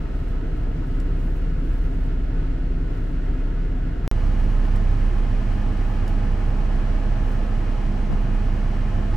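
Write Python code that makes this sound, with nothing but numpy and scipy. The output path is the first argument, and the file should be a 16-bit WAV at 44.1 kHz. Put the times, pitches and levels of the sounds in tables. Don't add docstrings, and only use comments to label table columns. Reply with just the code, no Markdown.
import sys
import numpy as np
from scipy import signal
from scipy.fft import rfft, irfft, next_fast_len
from scipy.io import wavfile

SR = 44100
rng = np.random.default_rng(int(sys.argv[2]) if len(sys.argv) > 2 else 0)


def wav_record(signal):
    frames = np.transpose(np.atleast_2d(signal))
    bounded = np.clip(frames, -1, 1)
    quanta = np.round(bounded * 32767).astype(np.int16)
    wavfile.write(sys.argv[1], SR, quanta)


N = 403956
TIME = np.arange(N) / SR
STOP_S, RESUME_S = 4.07775, 4.11384

# time in seconds, firings per second, level of the main tone in dB.
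IDLE_SIDE_VENT = [(0, 31.9, -23.5), (.55, 31.85, -24.5), (1.0, 32.2, -21), (1.5, 32.4, -21),
                  (2.0, 32.25, -20), (2.5, 32.0, -21.5), (3.0, 32.03, -22.5), (3.4, 32.05, -21.5),
                  (3.85, 32.2, -21.5), (4.0, 32.15, -28), (4.07, 32.1, -23.5)]
IDLE_CENTRE = [(4.12, 32.0, -18), (4.75, 32.15, -16.5), (5.2, 32.05, -17.5), (5.6, 31.72, -20),
               (6.2, 31.78, -19), (6.9, 31.9, -18.5), (7.2, 31.85, -19), (7.9, 31.75, -20.5),
               (8.3, 31.85, -19), (9.16, 31.8, -20)]
# multiple of the firing rate, level in dB next to the main tone.
ENGINE_TONES_SIDE_VENT = [(.8, -22), (1, 0), (2, -16), (3, -28), (5, -25), (8, -26)]
ENGINE_TONES_CENTRE = [(.8, -16), (1, 0), (2, -16), (2.8, -26), (5, -31)]

def engine(idle, tones, crest_s):
    firings_per_s, level_db = in_time(idle)
    firings = np.cumsum(firings_per_s) / SR
    firings -= firings[round(crest_s * SR)]
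    throb = sum(from_db(db) * np.cos(2 * np.pi * multiple * firings) for multiple, db in tones)
    return np.sqrt(2) * from_db(level_db) * throb


# frequency in Hz, relative level in dB.
AIR_SIDE_VENT = [(41, -35), (70, 2), (158, -4), (212, -6), (255, -6.5), (410, -14), (502, -22.5),
                 (1160, -31.5), (1670, -27.5), (5000, -48.5), (10000, -61.5), (15700, -68)]
AIR_CENTRE = [(41, -35), (70, -3.5), (103, -2), (169, -6), (208, -8.5), (260, -7.5), (285, -11.5),
              (312, -18), (562, -19.5), (826, -25), (968, -29), (1750, -29), (15700, -68)]
# frequency in Hz, relative level in dB.
SPREAD_SIDE_VENT = [(15, -12), (40, -3.5), (163, -8), (267, -6), (414, -10), (553, -17), (685, -17.5),
                    (800, -15.5), (1180, -21), (1250, -34), (1520, -27), (2820, -27.5), (3670, -36.5),
                    (4400, -36), (5000, -39), (15700, -61)]
SPREAD_CENTRE = [(41, -19), (70, 0), (105, -6), (168, 2), (198, -6.5), (350, -6), (659, -7.5), (834, -12.5),
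                 (1000, -11), (1180, -14), (1250, -20), (1450, -17.5), (3000, -22), (3770, -27.5),
                 (4400, -28.5), (5000, -34), (8000, -38), (13000, -46), (15700, -68)]
# frequency in Hz, width in Hz, boost or cut in dB.
CABIN_SIDE_VENT = [(158.2, 25.4, 5), (213, 30.4, -6.5), (265, 49, 3), (470, 82, 3.5), (563, 42, -1.5),
                   (686, 79, 6.5), (832, 33, -8), (876, 93, 3.5), (1124, 58, 3.5), (1164, 61, -6),
                   (1288, 153, 7), (1496, 93, 6.5), (1541, 65, -6), (1720, 120, 2), (1750, 48, -5.5),
                   (2365, 130, -4.5), (2480, 110, 2.5), (2856, 70, 4.5), (3720, 250, -1.5),
                   (4120, 200, 1.5), (4280, 180, 0.5), (7800, 450, 1.5)]
CABIN_CENTRE = [(98, 26, 3), (169, 21, -10.5), (246, 20, -1), (272, 21, -3), (343, 42, 4),
                (563.5, 32, -9.5), (671, 39, 2.5), (829, 49, 5.5), (903, 70, 2), (1075, 71, 5.5),
                (1260, 106, 4), (1715, 40, 1), (1743, 110, 3), (1836, 50, -4), (1995, 68, -2.5),
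                (2390, 91, -2), (2460, 79, 3.5), (2904, 110, 4), (3160, 79, 2.5), (3660, 460, -2.5),
                (4150, 180, 1.5), (5800, 1100, 1.6), (7100, 380, -2.5), (7700, 1000, 1.5),
                (11400, 3000, -1.5)]
# frequency in Hz, share in step
PULL_SIDE_VENT = [(80, 0, 0), (220, .05, .1), (330, .12, .4), (470, .15, 0), (540, .12, .4), (630, .1, -.6),
                  (780, .27, .42), (1000, .3, 0), (1150, .35, 0), (1320, -.15, .6), (1410, -.35, .15),
                  (1520, .05, .6), (1750, .05, -.1), (1900, .55, 0), (2050, 0, .3), (2300, -.25, -.35),
                  (2500, 0, .4), (2650, -.2, -.5), (3000, -.1, 0), (3500, .1, .1), (6000, .05, 0)]
PULL_CENTRE = [(80, 0, 0), (125, .35, .45), (200, -.1, -.8), (270, .05, .55), (350, .07, .85),
               (410, 0, .65), (490, -.08, -.8), (600, .1, 0), (780, .27, .3), (870, .2, -.45), (940, .2, 0),
               (1030, .27, -.5), (1200, .1, -.2), (1400, -.15, .2), (1550, -.1, -.1), (1750, -.15, .45),
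               (1950, -.05, -.1), (2250, -.05, .45), (2370, -.1, 0), (2500, -.1, .45), (2800, -.15, .15),
               (3300, 0, .3), (4000, -.03, 0)]

def vent_air(tone, spread_tone, cabin, pull, shared_db, spread_db, gust_db, flutter_db, eddy_db):
    shared, spread = shaped_noise(tone, spread_tone, cabin, ripple_db=0.8, pull=pull)
    rush = stereo(from_db(shared_db) * shared, from_db(spread_db) * spread)
    for hz in (300, 1200):
        upper = filtered(rush, 2, hz, "high")
        rush += upper * (from_db(gust_db * drift(6) + flutter_db * drift(16)) - 1)
    eddy_edges_hz = np.geomspace(420, 1400, 7)
    for band_hz in zip(eddy_edges_hz, eddy_edges_hz[1:]):
        rush += filtered(rush, 1, band_hz, "band") * (from_db(eddy_db * drift(12)) - 1)
    return rush


# time in seconds, boost of the hollow band in dB, boost of the upper spread in dB.
HAND_SIDE_VENT = [(0, -.5, -0.5), (2.7, 0.2, 0), (3.2, 0.7, -1.5), (4.07, 1.7, -1.5)]
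HAND_CENTRE = [(4.12, -2.7, -2), (5.0, -1.1, -0.34), (6.0, 0.75, 0.29), (7.0, 0.95, 1.2), (7.6, 0.76, 0),
               (9.16, .5, 0)]

def near_grille(rush, hand, hollow_hz):
    hollow_db, widen_db = in_time(hand)
    rush = rush + filtered(rush, 1, hollow_hz, "band") * (from_db(hollow_db) - 1)
    upper_spread = filtered(rush[0] - rush[1], 1, 900, "high") / 2
    return rush + stereo(0, upper_spread * (from_db(widen_db) - 1))


# level in dB, at 1, 2, 3, .. times the motor's speed.
HUM_SIDE_VENT = [-31, -46, -45, -62, -48, -55, -62.5, -56.5, -59, -60, -75, -62]
HUM_CENTRE = [-33.5, -35, -46, -38.5, -45, -52, -58, -68]

def blower(levels_db, pull, waver_db, rough_db, turns_per_s=50.97):
    turns = turns_per_s * TIME
    shared = spread = 0
    for multiple, db in enumerate(levels_db, start=1):
        level = from_db(db + waver_db * drift(2.5) + rough_db * drift(14))
        tone = np.sqrt(2) * level * np.exp(2j * np.pi * (multiple * turns + rng.random()))
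        shared += tone.real
        spread += (pull_at(pull, multiple * turns_per_s) * tone).real
    return shared, from_db(-14) * spread


def cabin_boom(hz, width_hz, db):
    band_hz = [hz - width_hz / 2, hz + width_hz / 2]
    return from_db(db) * unit_level(filtered(rng.standard_normal(N), 3, band_hz, "band"))


def air_puff(middle_s=8.122, swell_s=.024):
    age = (TIME - middle_s) / swell_s
    lumps = unit_level(filtered(rng.standard_normal(N), 2, 300, "low"))
    swing = np.sin(2 * np.pi * age * 0.32)
    push = from_db(-19) * np.exp(-age ** 2) * (0.15 * lumps - swing)
    return stereo(0.59 * push, push)


# start in seconds, level in dB, seconds for the tail to fade by 60 dB, left minus
# right in dB, treble limit in Hz, note struck hardest in Hz, share of that note that rings on.
TICKS = [(1.0008, -34, .085, -1, 10500, 7600, .1), (4.7597, -35.5, .09, -3.5, 15000, 8900, .04),
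         (6.0781, -35.5, .14, -2, 16000, 5400, .02)]
# frequency in Hz, relative level in dB.
PLASTIC_NOTES = [(2900, -3), (3600, -3), (4700, 0), (5400, -4), (6500, -2), (7600, -5), (8900, -7),
                 (10300, -8), (12500, -16), (14500, -13)]

def plastic_ticks(struck_boost_db=4):
    out, t = np.zeros((2, N)), np.arange(SR // 5) / SR
    for start_s, db, fade_s, pan_db, top_hz, struck_hz, ring_on in TICKS:
        fade = from_db(-60 * t / fade_s)
        ring = 0
        for hz, note_db in PLASTIC_NOTES:
            struck = hz == struck_hz
            level = from_db(note_db + struck_boost_db * struck + rng.normal(0, 2))
            note = np.sin(2 * np.pi * (hz * t + rng.random()))
            ring += level * note * (fade ** 9 + ring_on * struck * fade)
        noise = filtered(rng.standard_normal((3, len(t))), 2, [3000, 15500], "band")
        crack = from_db(-11) * noise[0] * fade ** 8
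        hiss = from_db(-15) * noise[1:] * fade
        onset = 1 - np.exp(-t / .0007)
        tick = filtered((from_db(-6) * ring + crack + hiss) * onset, 2, top_hz, "low")
        ear_levels = from_db(db + np.array([[pan_db / 2], [-pan_db / 2]]))
        start = round(start_s * SR)
        out[:, start:start + len(t)] += ear_levels * tick
    return out


# start in seconds, length in seconds, level in dB.
RUBS = [(.0, 2.1, -79), (.09, .24, -72), (.58, .04, -72), (.9, .04, -69), (1.2, .18, -68), (1.66, .2, -68),
        (1.88, .2, -73), (2.93, .19, -74), (4.22, .45, -71), (4.92, .3, -74), (5.6, .38, -71),
        (6.45, .04, -72), (7.285, .045, -63), (8.0, .35, -75)]
# frequency in Hz, relative level in dB.
CLOTH_TONE = [(2000, -14), (5000, -5), (8000, 0), (11000, -1), (15000, 0)]

def cloth_rustle(grain_db=2.5, swell_s=.045, fade_s=.035):
    power = from_db(np.where(TIME < STOP_S, -85, -77)) ** 2
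    for start_s, length_s, db in RUBS:
        before = np.maximum(start_s - TIME, 0) / swell_s
        after = np.maximum(TIME - start_s - length_s, 0) / fade_s
        power += from_db(db) ** 2 * np.exp(-2 * (before + after))
    shared, spread = shaped_noise(CLOTH_TONE, CLOTH_TONE)
    grains = from_db(grain_db * drift(25))
    return np.sqrt(power) * grains * stereo(shared, from_db(-4.5) * spread)


def shaped_noise(tone, spread_tone, bumps=(), ripple_db=0, pull=((1, 0, 0),)):
    size = next_fast_len(N)
    hz = np.maximum(np.fft.rfftfreq(size, 1 / SR), 1)
    ripple_hz = np.arange(0, SR / 2, 25)
    ripple = np.interp(hz, ripple_hz, rng.standard_normal(len(ripple_hz)))
    space_db = ripple_db * ripple / (1 + (hz / 2500) ** 2)
    space_db += sum(db * np.exp(-2 * ((hz - centre) / width) ** 2) for centre, width, db in bumps)
    shared, separate = rfft(rng.standard_normal((2, size)))
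    share = pull_at(pull, hz)
    spread = share * shared + np.sqrt(np.maximum(1 - abs(share) ** 2, 0)) * separate
    noises = []
    for spectrum, rows in ((shared, tone), (spread, spread_tone)):
        row_hz, row_db = np.transpose(rows)
        tone_db = np.interp(np.log(hz), np.log(row_hz), row_db)
        noises.append(unit_level(irfft(spectrum * from_db(space_db + tone_db), size)[:N]))
    return noises


def pull_at(pull, hz):
    row_hz, in_step, ahead = np.transpose(pull)
    return np.interp(hz, row_hz, in_step) + 1j * np.interp(hz, row_hz, ahead)


def drift(rate_hz):
    step, warm_up = 40, 2000
    hold = np.exp(-2 * np.pi * rate_hz * step / SR)
    noise = rng.standard_normal(N // step + warm_up + 2)
    slow = signal.lfilter([1], [1, -2 * hold, hold * hold], noise)[warm_up:]
    return np.interp(np.arange(N) / step, np.arange(len(slow)), unit_level(slow))


def filtered(sound, order, hz, kind):
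    return signal.sosfilt(signal.butter(order, hz, kind, fs=SR, output="sos"), sound)


def from_db(db):
    return 10 ** (np.asarray(db) / 20)


def unit_level(sound):
    return sound / np.sqrt(np.mean(sound ** 2) + 1e-20)


def in_time(rows):
    seconds, *columns = np.transpose(rows)
    return [np.interp(TIME, seconds, column) for column in columns]


def stereo(shared, spread):
    return np.array([shared + spread, shared - spread])


def scene():
    hum, hum_spread = blower(HUM_SIDE_VENT, PULL_SIDE_VENT, waver_db=1.0, rough_db=1.5)
    bass = engine(IDLE_SIDE_VENT, ENGINE_TONES_SIDE_VENT, crest_s=STOP_S) + hum
    bass += cabin_boom(hz=43, width_hz=46, db=-32.5)
    rush = vent_air(AIR_SIDE_VENT, SPREAD_SIDE_VENT, CABIN_SIDE_VENT, PULL_SIDE_VENT,
                    shared_db=-31, spread_db=-41, gust_db=0.3, flutter_db=0.15, eddy_db=1.3)
    rush = near_grille(rush, HAND_SIDE_VENT, hollow_hz=(1250, 2200))
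    by_side_vent = stereo(bass, hum_spread) + rush

    hum, hum_spread = blower(HUM_CENTRE, PULL_CENTRE, waver_db=0.6, rough_db=1.2)
    bass = engine(IDLE_CENTRE, ENGINE_TONES_CENTRE, crest_s=RESUME_S + .002) + hum
    bass += cabin_boom(hz=42, width_hz=52, db=-35)
    rush = vent_air(AIR_CENTRE, SPREAD_CENTRE, CABIN_CENTRE, PULL_CENTRE,
                    shared_db=-29, spread_db=-42.5, gust_db=0.1, flutter_db=0.2, eddy_db=0.8)
    rush = near_grille(rush, HAND_CENTRE, hollow_hz=(550, 1000))
    deep_bass = signal.sosfiltfilt(signal.butter(2, 70, fs=SR, output="sos"), bass)
    lean = np.tanh(-3.5 * np.log(10) / 40)
    by_centre = stereo(bass, lean * deep_bass + hum_spread) + rush

    car = np.where(TIME < STOP_S, by_side_vent, by_centre)
    return car + cloth_rustle() + plastic_ticks() + air_puff()


def record(dry, microphone_top_hz=15750, cutoff_hz=16560, fade_in_s=.004):
    heard = signal.sosfilt(signal.ellip(12, .5, 70, microphone_top_hz, fs=SR, output="sos"), dry)
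    heard *= (TIME < STOP_S) | (TIME >= RESUME_S)
    heard *= np.minimum(TIME / fade_in_s, 1)
    return signal.sosfilt(signal.ellip(12, .5, 70, cutoff_hz, fs=SR, output="sos"), heard)


dry = scene()
out = record(dry)
wav_record(out)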